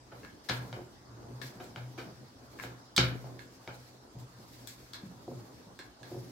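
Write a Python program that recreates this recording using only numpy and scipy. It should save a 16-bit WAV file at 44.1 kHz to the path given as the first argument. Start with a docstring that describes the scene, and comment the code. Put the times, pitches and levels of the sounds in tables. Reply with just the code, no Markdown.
"""A small tiled kitchen, with a two-port microphone near a glass table where a thin pin rolls dough; 6.3 s.
Room noise, rolling boom and rumble, and the rustle of sleeves and floury palms run throughout.
At 0.1 s a faint wooden rattle, then ring clinks; at 0.5 s a sharp knock and the first palm thud.
Weaker knocks follow until the loudest at 3.0 s, with a bright clink; the last knock falls at 3.7 s.
To the end come clinks and thuds. Blows excite resonant modes and echo; steady sounds are shaped noise or a sine."""
import sys
import numpy as np
from scipy import signal
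from scipy.fft import rfft, irfft, next_fast_len
from scipy.io import wavfile
from scipy.ndimage import uniform_filter1d, map_coordinates

SR = 44100
rng = np.random.default_rng(int(sys.argv[2]) if len(sys.argv) > 2 else 0)


def dump_mix(stems):
    """Bounce the given channels to the path in sys.argv[1] as a 16-bit WAV at rate SR."""
    frames = np.atleast_2d(stems).T  # one column per channel
    limited = np.clip(frames, -1, 1)  # hard clip at full scale
    pcm = np.round(limited * 32767).astype(np.int16)
    wavfile.write(sys.argv[1], SR, pcm)


N = 278271
BLOW_SAMPLES = 24000  # one blow with its echoes

# Steady noise of the place: f/Hz, relative density/dB per Hz
ROOM_SPECTRUM = [(15, -40), (30, -30), (45, 2.5), (65, -2), (85, -5), (127, -2), (165, -19.5), (256, -5.5),
                 (440, -13), (820, -11.5), (1000, -13), (1700, -19.5), (2400, -27), (3200, -25.5),
                 (5000, -20.5), (10000, -35.5), (16000, -57.5)]
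ROOM_LEVEL_DB = -56.5
# Echoes of the kitchen: f/Hz, t60/s
KITCHEN_DECAY = [(100, 0.76), (500, 0.47), (2000, 0.36), (5000, 0.25), (12000, 0.1)]
# Likeness of the two microphone ports: f/Hz, left-right correlation
PORT_LIKENESS = [(30, 0.89), (120, 0.88), (300, 0.79), (600, 0.47), (1200, -0.14), (2500, 0.033),
                 (5000, -0.18), (16000, 0.045)]
# Sleeves and floury palms: f/Hz, relative density/dB per Hz
RUSTLE_SPECTRUM = [(800, -18), (2000, 2.5), (3000, -2.5), (4500, 3.5), (6500, -0.5), (9500, -6.5),
                   (12000, -3.5), (16000, -8)]
# Pin rolling on the table: f/Hz, relative density/dB per Hz
RUMBLE_SPECTRUM = [(120, -6), (250, 0.5), (500, -5.5), (900, -12), (1600, -18), (3000, -44)]
# Steady work of pin and arms: t/s, table boom level/dB, rumble level/dB, rustle level/dB
WORK_LEVELS = [(0.0, -64, -66, -82), (0.2, -59, -52.5, -61), (0.43, -69, -59.5, -73),
               (0.62, -58, -48, -59.5), (1.03, -66, -64.5, -71), (1.15, -53, -52, -73),
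               (1.5, -74, -52.5, -62.5), (1.94, -74, -55.5, -66), (2.1, -63, -52, -66),
               (2.4, -70, -61, -70.5), (2.62, -54, -53, -60), (2.94, -86, -63.5, -77),
               (3.12, -45.5, -48, -61.5), (3.5, -62, -59, -67.5), (3.75, -73, -64.5, -59),
               (4.08, -70, -60, -73.5), (4.55, -57.5, -60, -59.5), (5.25, -73, -59, -66.5),
               (5.4, -60, -53, -63), (5.99, -75, -66, -75), (6.09, -52, -52, -59),
               (6.31, -72, -56.5, -60.5)]
# Palms skid over flour after a blow: t/s, level/dB, time to fall to 1/e/s
PALM_SKIDS = [(0.203, -68, 0.11), (0.44, -59, 0.038), (0.487, -49.5, 0.098), (1.42, -50, 0.077),
              (1.598, -60, 0.076), (1.979, -58, 0.073), (2.598, -58, 0.045), (2.626, -52, 0.055),
              (2.97, -45.5, 0.11), (3.39, -63, 0.086), (4.185, -61.5, 0.069), (4.672, -52.5, 0.086),
              (4.932, -55, .05), (5.798, -62.5, 0.087)]
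# Weight leans onto the pin and the boom swells: peak t/s, boom level/dB, rise from 1/e/s
WEIGHT_LEANS = [(0.74, -43.5, 0.035), (1.365, -43, 0.07), (1.455, -43.5, 0.025), (1.86, -50, 0.12),
                (2.22, -53.5, .08), (3.82, -61, 0.054), (3.99, -60, 0.036), (5.389, -48, 0.073)]
LIFT_S = 0.037  # fall to 1/e: the weight comes off quickly
# Modes of the table top: f/Hz, level/dB, t60/s before the damping of each contact
TABLE_MODES = [(67.7, -2.5, 0.14), (123.6, 0.5, 0.45), (178.5, -8.5, 0.35), (259.4, 2, 0.18),
               (343.3, 0.5, 0.12), (361, 4, 0.15), (454, -1.5, 0.169), (522, 2, 0.091), (540, -12.5, 0.24),
               (716, 0, 0.074), (776, -1.5, 0.027), (890, -15, 0.084)]
# The top gives way once under a contact; the knock level is relative to the knock's peak
JOLT_HZ, JOLT_T60_S, KNOCK_JOLT_DB = 199.5, 0.043, -10.5
# Soft pushes into the table, and at 5.792 s the table's low body under a ring clink: t/s, boom level/dB, body
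# level/dB, jolt level/dB
PALM_THUDS = [(0.517, -35, -46, -38), (0.765, -48, -41.5, -60), (0.79, -54, -44.5, -62),
              (1.557, -43, -58, -36), (2.108, -45, -53, -53), (2.653, -53, -56, -41),
              (4.153, -35, -56, -45), (4.391, -42.5, -58, -43), (5.034, -54, -59, -30.5),
              (5.054, -43, -62, -38.5), (5.279, -45, -39, -44), (5.315, -42, -41, -53),
              (5.668, -46.5, -57.5, -41), (5.792, -50.5, -51.5, -55), (6.011, -44.5, -65, -51),
              (6.117, -41, -42, -52), (6.145, -46, -42.5, -55), (6.165, -38.5, -43.5, -40)]
# Metal rings and the pin under them: f/Hz, width/Hz, level/dB
RING_MODES = [(1030, 210, -5), (1667, 100, 6), (2190, 140, -2), (2710, 170, -7.5), (3410, 210, -1.5),
              (4175, 280, 2.5), (4590, 740, 1), (4906, 1100, -1.5), (7030, 810, -1.5), (7700, 1000, 0),
              (12120, 3500, -5), (13100, 3800, -4)]
# Rings on the pin: t/s, peak level/dB, low and top mode levels/dB re middle modes,
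# rattle t60/s (held to 0.001-0.2), left-right difference/dB
RING_CLINKS = [(0.2322, -45.5, 15, -6, 0.015, -1), (0.248, -42, 11, -11, 0.0051, 17),
               (0.4882, -29, 0.5, -17, 0.066, 11), (1.4155, -35, 3, -16, 0.028, 18.5),
               (1.47, -50, -11, -5, .015, 1), (1.641, -50, -8, -1, 0.017, 8),
               (2.5876, -38.5, 12, -12, 0.026, 3), (2.598, -35, 17, -16, 0.0037, 23),
               (2.63, -47, -4, -10, 0.051, 0), (2.964, -18, -14.5, -11.5, 0.026, -6),
               (3.392, -42, 5, -14, 0.007, -17), (4.201, -50.5, -8, 2, 0.013, -1),
               (4.386, -53, -3, -4, .006, -3), (4.6733, -36.5, -8, 2, 0.0095, 12),
               (4.9343, -33.5, -7.5, -14, 0.0086, 8), (4.944, -37.5, 0.5, -17, 0.015, -2),
               (5.7902, -34, 2, -10, 0.018, -6), (6.031, -43, 0.5, -16, 0.0078, -13)]
# Broad modes of the wooden pin: f/Hz, width/Hz, level/dB
PIN_MODES = [(515, 122, 0.5), (1220, 430, 0), (2160, 1580, -3.5), (3820, 1940, -2.5), (5020, 2250, -6),
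             (7430, 2400, -17), (11000, 19000, -33)]
# Pin on glass: t/s, peak level/dB, boom and body levels/dB re peak, brightness/dB per octave,
# rattle t60/s (held to 0.001-0.2), left-right difference/dB
PIN_KNOCKS = [(0.118, -40.5, -10, -19, -5, 0.046, 0), (0.4968, -18.5, -14, -24, 1.5, 0.0011, 5),
              (0.7281, -30.5, -14, -26, -1, 0.0035, 4), (1.230, -47.5, -14, -26, -10, 0.0014, 6),
              (1.600, -39.5, -39, -11, -3, 0.062, 0), (1.7606, -29.5, -11, -27, -1, 0.0076, 4),
              (1.9781, -40.5, -14, -5.5, 0.5, 0.28, 1), (2.6375, -29.5, -13.5, -21.5, -1, 0.0012, 4),
              (2.9789, -7, -16.5, -27, 4.5, 0.01, 1), (3.243, -42.5, -10, -19, -6, 0.0043, 1),
              (3.676, -29.5, -16.5, -19, -2, 0.0072, 1)]


def amp(db):
    """dB to gain."""
    return 10 ** (np.asarray(db) / 20)


def unit(x):
    """Scaled to rms 1."""
    return x / np.sqrt(np.mean(x ** 2) + 1e-20)


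def along(points, hz):
    """Interpolate (f/Hz, value) points on a log frequency axis."""
    f, value = np.transpose(points)
    return np.interp(np.log(hz + 1), np.log(f + 1), value)


def wobble(rate):
    """A smooth random curve with rate knots a second."""
    knots = rng.standard_normal(int(N * rate / SR) + 4)
    return map_coordinates(knots, [np.arange(N) * rate / SR])


def filtered(x, response):
    """Apply a complex frequency response to x."""
    n = x.shape[-1]
    size = next_fast_len(n + 8192)
    spectrum = rfft(x, size) * response(np.fft.rfftfreq(size, 1 / SR))
    return irfft(spectrum, size)[..., :n]


def paired(pair):
    """Two unrelated signals become the two ports, alike mainly in the bass."""
    def mid_side_gains(hz):
        turn = np.arccos(np.clip(along(PORT_LIKENESS, hz), -1, 1)) / 2
        return np.array([np.cos(turn), np.sin(turn)])

    mid, side = filtered(pair, mid_side_gains)
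    return np.array([mid + side, mid - side])


def rush(spectrum, patchy_db):
    """Stereo noise of rms 1, shaped by spectrum, with time-frequency patches of random gain."""
    z = signal.stft(rng.standard_normal((2, N)), nperseg=512)[2]
    patches = uniform_filter1d(rng.standard_normal(z.shape[1:]), 6, 0)
    patches = uniform_filter1d(patches, 10, 1)
    pair = signal.istft(z * amp(patchy_db * unit(patches)), nperseg=512)[1][:, :N]
    return unit(paired(filtered(pair, lambda hz: amp(along(spectrum, hz)))))


def add(out, s, db, sound, colour, pan_db, wet_db):
    """Place a blow in the kitchen with an echo tail of noise, each frequency dying at its own speed."""
    hz, t, z = signal.stft(rng.standard_normal((2, BLOW_SAMPLES)), SR, nperseg=256)
    decay = amp(-60 * t / along(KITCHEN_DECAY, hz)[:, None])
    tail = paired(signal.istft(z * decay, SR, nperseg=256)[1])
    tail *= 1 - np.exp(-np.arange(tail.shape[1]) / SR / 0.0041)  # the nearest walls answer after a few ms
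    tail /= np.linalg.norm(tail[0])
    wet = signal.fftconvolve(colour[None], tail, axes=1)[:, :BLOW_SAMPLES]
    direct = sound * amp([[pan_db / 2], [-pan_db / 2]])
    out[:, round(s * SR):][:, :BLOW_SAMPLES] += amp(db) * (direct + amp(wet_db) * wet)


def resonances(modes, lift_db=0):
    """Causal summed response of damped modes, signs alternating from mode to mode."""
    hz, width, db = np.transpose(modes)[:, :, None]
    gain = (-1) ** np.arange(len(modes))[:, None] * amp(db + lift_db)
    return lambda f: (gain * 1j * f * width / (hz * hz - f * f + 1j * f * width)).sum(0)


def struck(response, length):
    """A sharp contact and a noise blur falling 60 dB in length seconds, of peak 1;
    also the bare ring at the same energy, which is the colour that fills the room."""
    u = np.arange(BLOW_SAMPLES) / SR / np.clip(length, 1e-3, .2)
    blur = (1 - np.exp(-25 * u)) * amp(-60 * u) * rng.standard_normal(BLOW_SAMPLES)
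    blur[0] = 4  # the sharp contact
    sound, bare = filtered(np.array([blur, u == 0]), response)
    sound = sound / np.abs(sound).max()
    return sound, bare * np.linalg.norm(sound) / np.linalg.norm(bare)


def table(boom_db, body_db, cycles, damping):
    """The table top: deep modes boom, higher ones give a short body; each builds up over a few cycles."""
    hz, db, t60 = np.transpose(TABLE_MODES)[:, :, None]
    t = np.arange(BLOW_SAMPLES) / SR
    db = db + np.where(hz < 200, boom_db, body_db) + rng.standard_normal(hz.shape)
    ring = amp(db - 60 * damping * t / t60) * np.sin(2 * np.pi * hz * t)
    return (ring * (1 - np.exp(-t * hz / cycles))).sum(0)


def jolt(db):
    """The table top gives way once under a contact: a short decaying sine."""
    t = np.arange(BLOW_SAMPLES) / SR
    ring = amp(db - 60 * t / JOLT_T60_S) * np.sin(2 * np.pi * JOLT_HZ * t)
    return ring * (1 - np.exp(-t / 0.0014))


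def room_noise():
    """The kitchen's steady noise: shaped, slightly patchy noise at both ports."""
    return amp(ROOM_LEVEL_DB) * rush(ROOM_SPECTRUM, patchy_db=2.6)


def work_level_db(column):
    """One level of the steady work, interpolated over time."""
    points = np.transpose(WORK_LEVELS)
    return np.interp(np.arange(N) / SR, points[0], points[column])


def rustle():
    """Cloth and flour rub as fluttering noise; palm skids start suddenly and stop quickly."""
    t = np.arange(N) / SR
    skid = sum(amp(db) * (t > s) * np.exp(-(np.abs(t - s) / length) ** 2.4) for s, db, length in PALM_SKIDS)
    level = np.hypot(amp(work_level_db(3)), skid)
    return amp(1.62 * wobble(45)) * level * rush(RUSTLE_SPECTRUM, patchy_db=1.0)


def rolling_rumble():
    """The rolling pin rumbles on the table as low noise of uneven level."""
    return amp(work_level_db(2) + 1.7 * wobble(25)) * rush(RUMBLE_SPECTRUM, patchy_db=2.5)


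def rolling_boom():
    """Rolling drives one main table mode, a sine that swells as weight leans onto the pin."""
    t = np.arange(N) / SR
    lean = sum(amp(db) * np.exp(-((t - s) / np.where(t < s, rise, LIFT_S)) ** 2)
               for s, db, rise in WEIGHT_LEANS)
    hz = TABLE_MODES[1][0] + 4.52 * wobble(16)  # uneven pushing makes the mode waver
    level = amp(work_level_db(1) + 3.9 * wobble(5.8)) + lean
    return np.sqrt(2) * level * np.sin(2 * np.pi * np.cumsum(hz) / SR)


def thuds(out):
    """Palms and dough push the table softly and, resting on it, damp its ring; one contact gives the low body
    under a ring clink."""
    for s, boom_db, body_db, jolt_db in PALM_THUDS:
        push = table(boom_db, body_db, cycles=0.75, damping=1.76) + jolt(jolt_db)
        add(out, s, 0, push, push, 0, wet_db=-9)


def clinks(out):
    """Finger rings rattle on the pin; each contact favours the low, middle or top modes."""
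    hz = np.transpose(RING_MODES)[0][:, None]
    for s, db, low_db, top_db, length, pan_db in RING_CLINKS:
        group_db = np.where(hz < 3000, low_db, np.where(hz > 7000, top_db, 0))
        clink, colour = struck(resonances(RING_MODES, group_db), length)
        add(out, s, db, clink, colour, pan_db, wet_db=3.0)


def knocks(out):
    """The pin clacks on glass through its broad wooden modes and sets the table ringing."""
    octaves = np.log2(np.transpose(PIN_MODES)[0][:, None] / 2000)
    for s, db, boom_db, body_db, bright_db, length, pan_db in PIN_KNOCKS:
        wood = resonances(PIN_MODES, bright_db * octaves)  # harder contact, more treble

        def clack_response(f):
            echo = 1 + .5 * np.exp(-2j * np.pi * f * 0.00131)  # a near surface sends the clack again
            return wood(f) * echo / (1 + 1j * f / 6000) ** 2

        clack, colour = struck(clack_response, length)
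        top = table(boom_db, body_db, cycles=1.0, damping=0.76) + jolt(KNOCK_JOLT_DB)
        add(out, s, db, clack, colour + 0.31 * top, pan_db, wet_db=0.0)
        out[:, round(s * SR):][:, :BLOW_SAMPLES] += amp(db) * top  # the table itself sounds centred


def scene():
    """Room noise, the steady work, then the blows of palms, rings and pin."""
    steady = room_noise() + rustle() + rolling_rumble() + rolling_boom()
    blows = np.zeros((2, N + BLOW_SAMPLES))
    thuds(blows)
    clinks(blows)
    knocks(blows)
    return steady + blows[:, :N]


def record(dry):
    """The microphone: weak deep bass below about 80 Hz, nothing from 15850 Hz up."""
    return filtered(dry, lambda hz: (hz < 15850) * (1j * hz / (35 + 1j * hz)) ** 4)


dry = scene()
out = record(dry)
dump_mix(out)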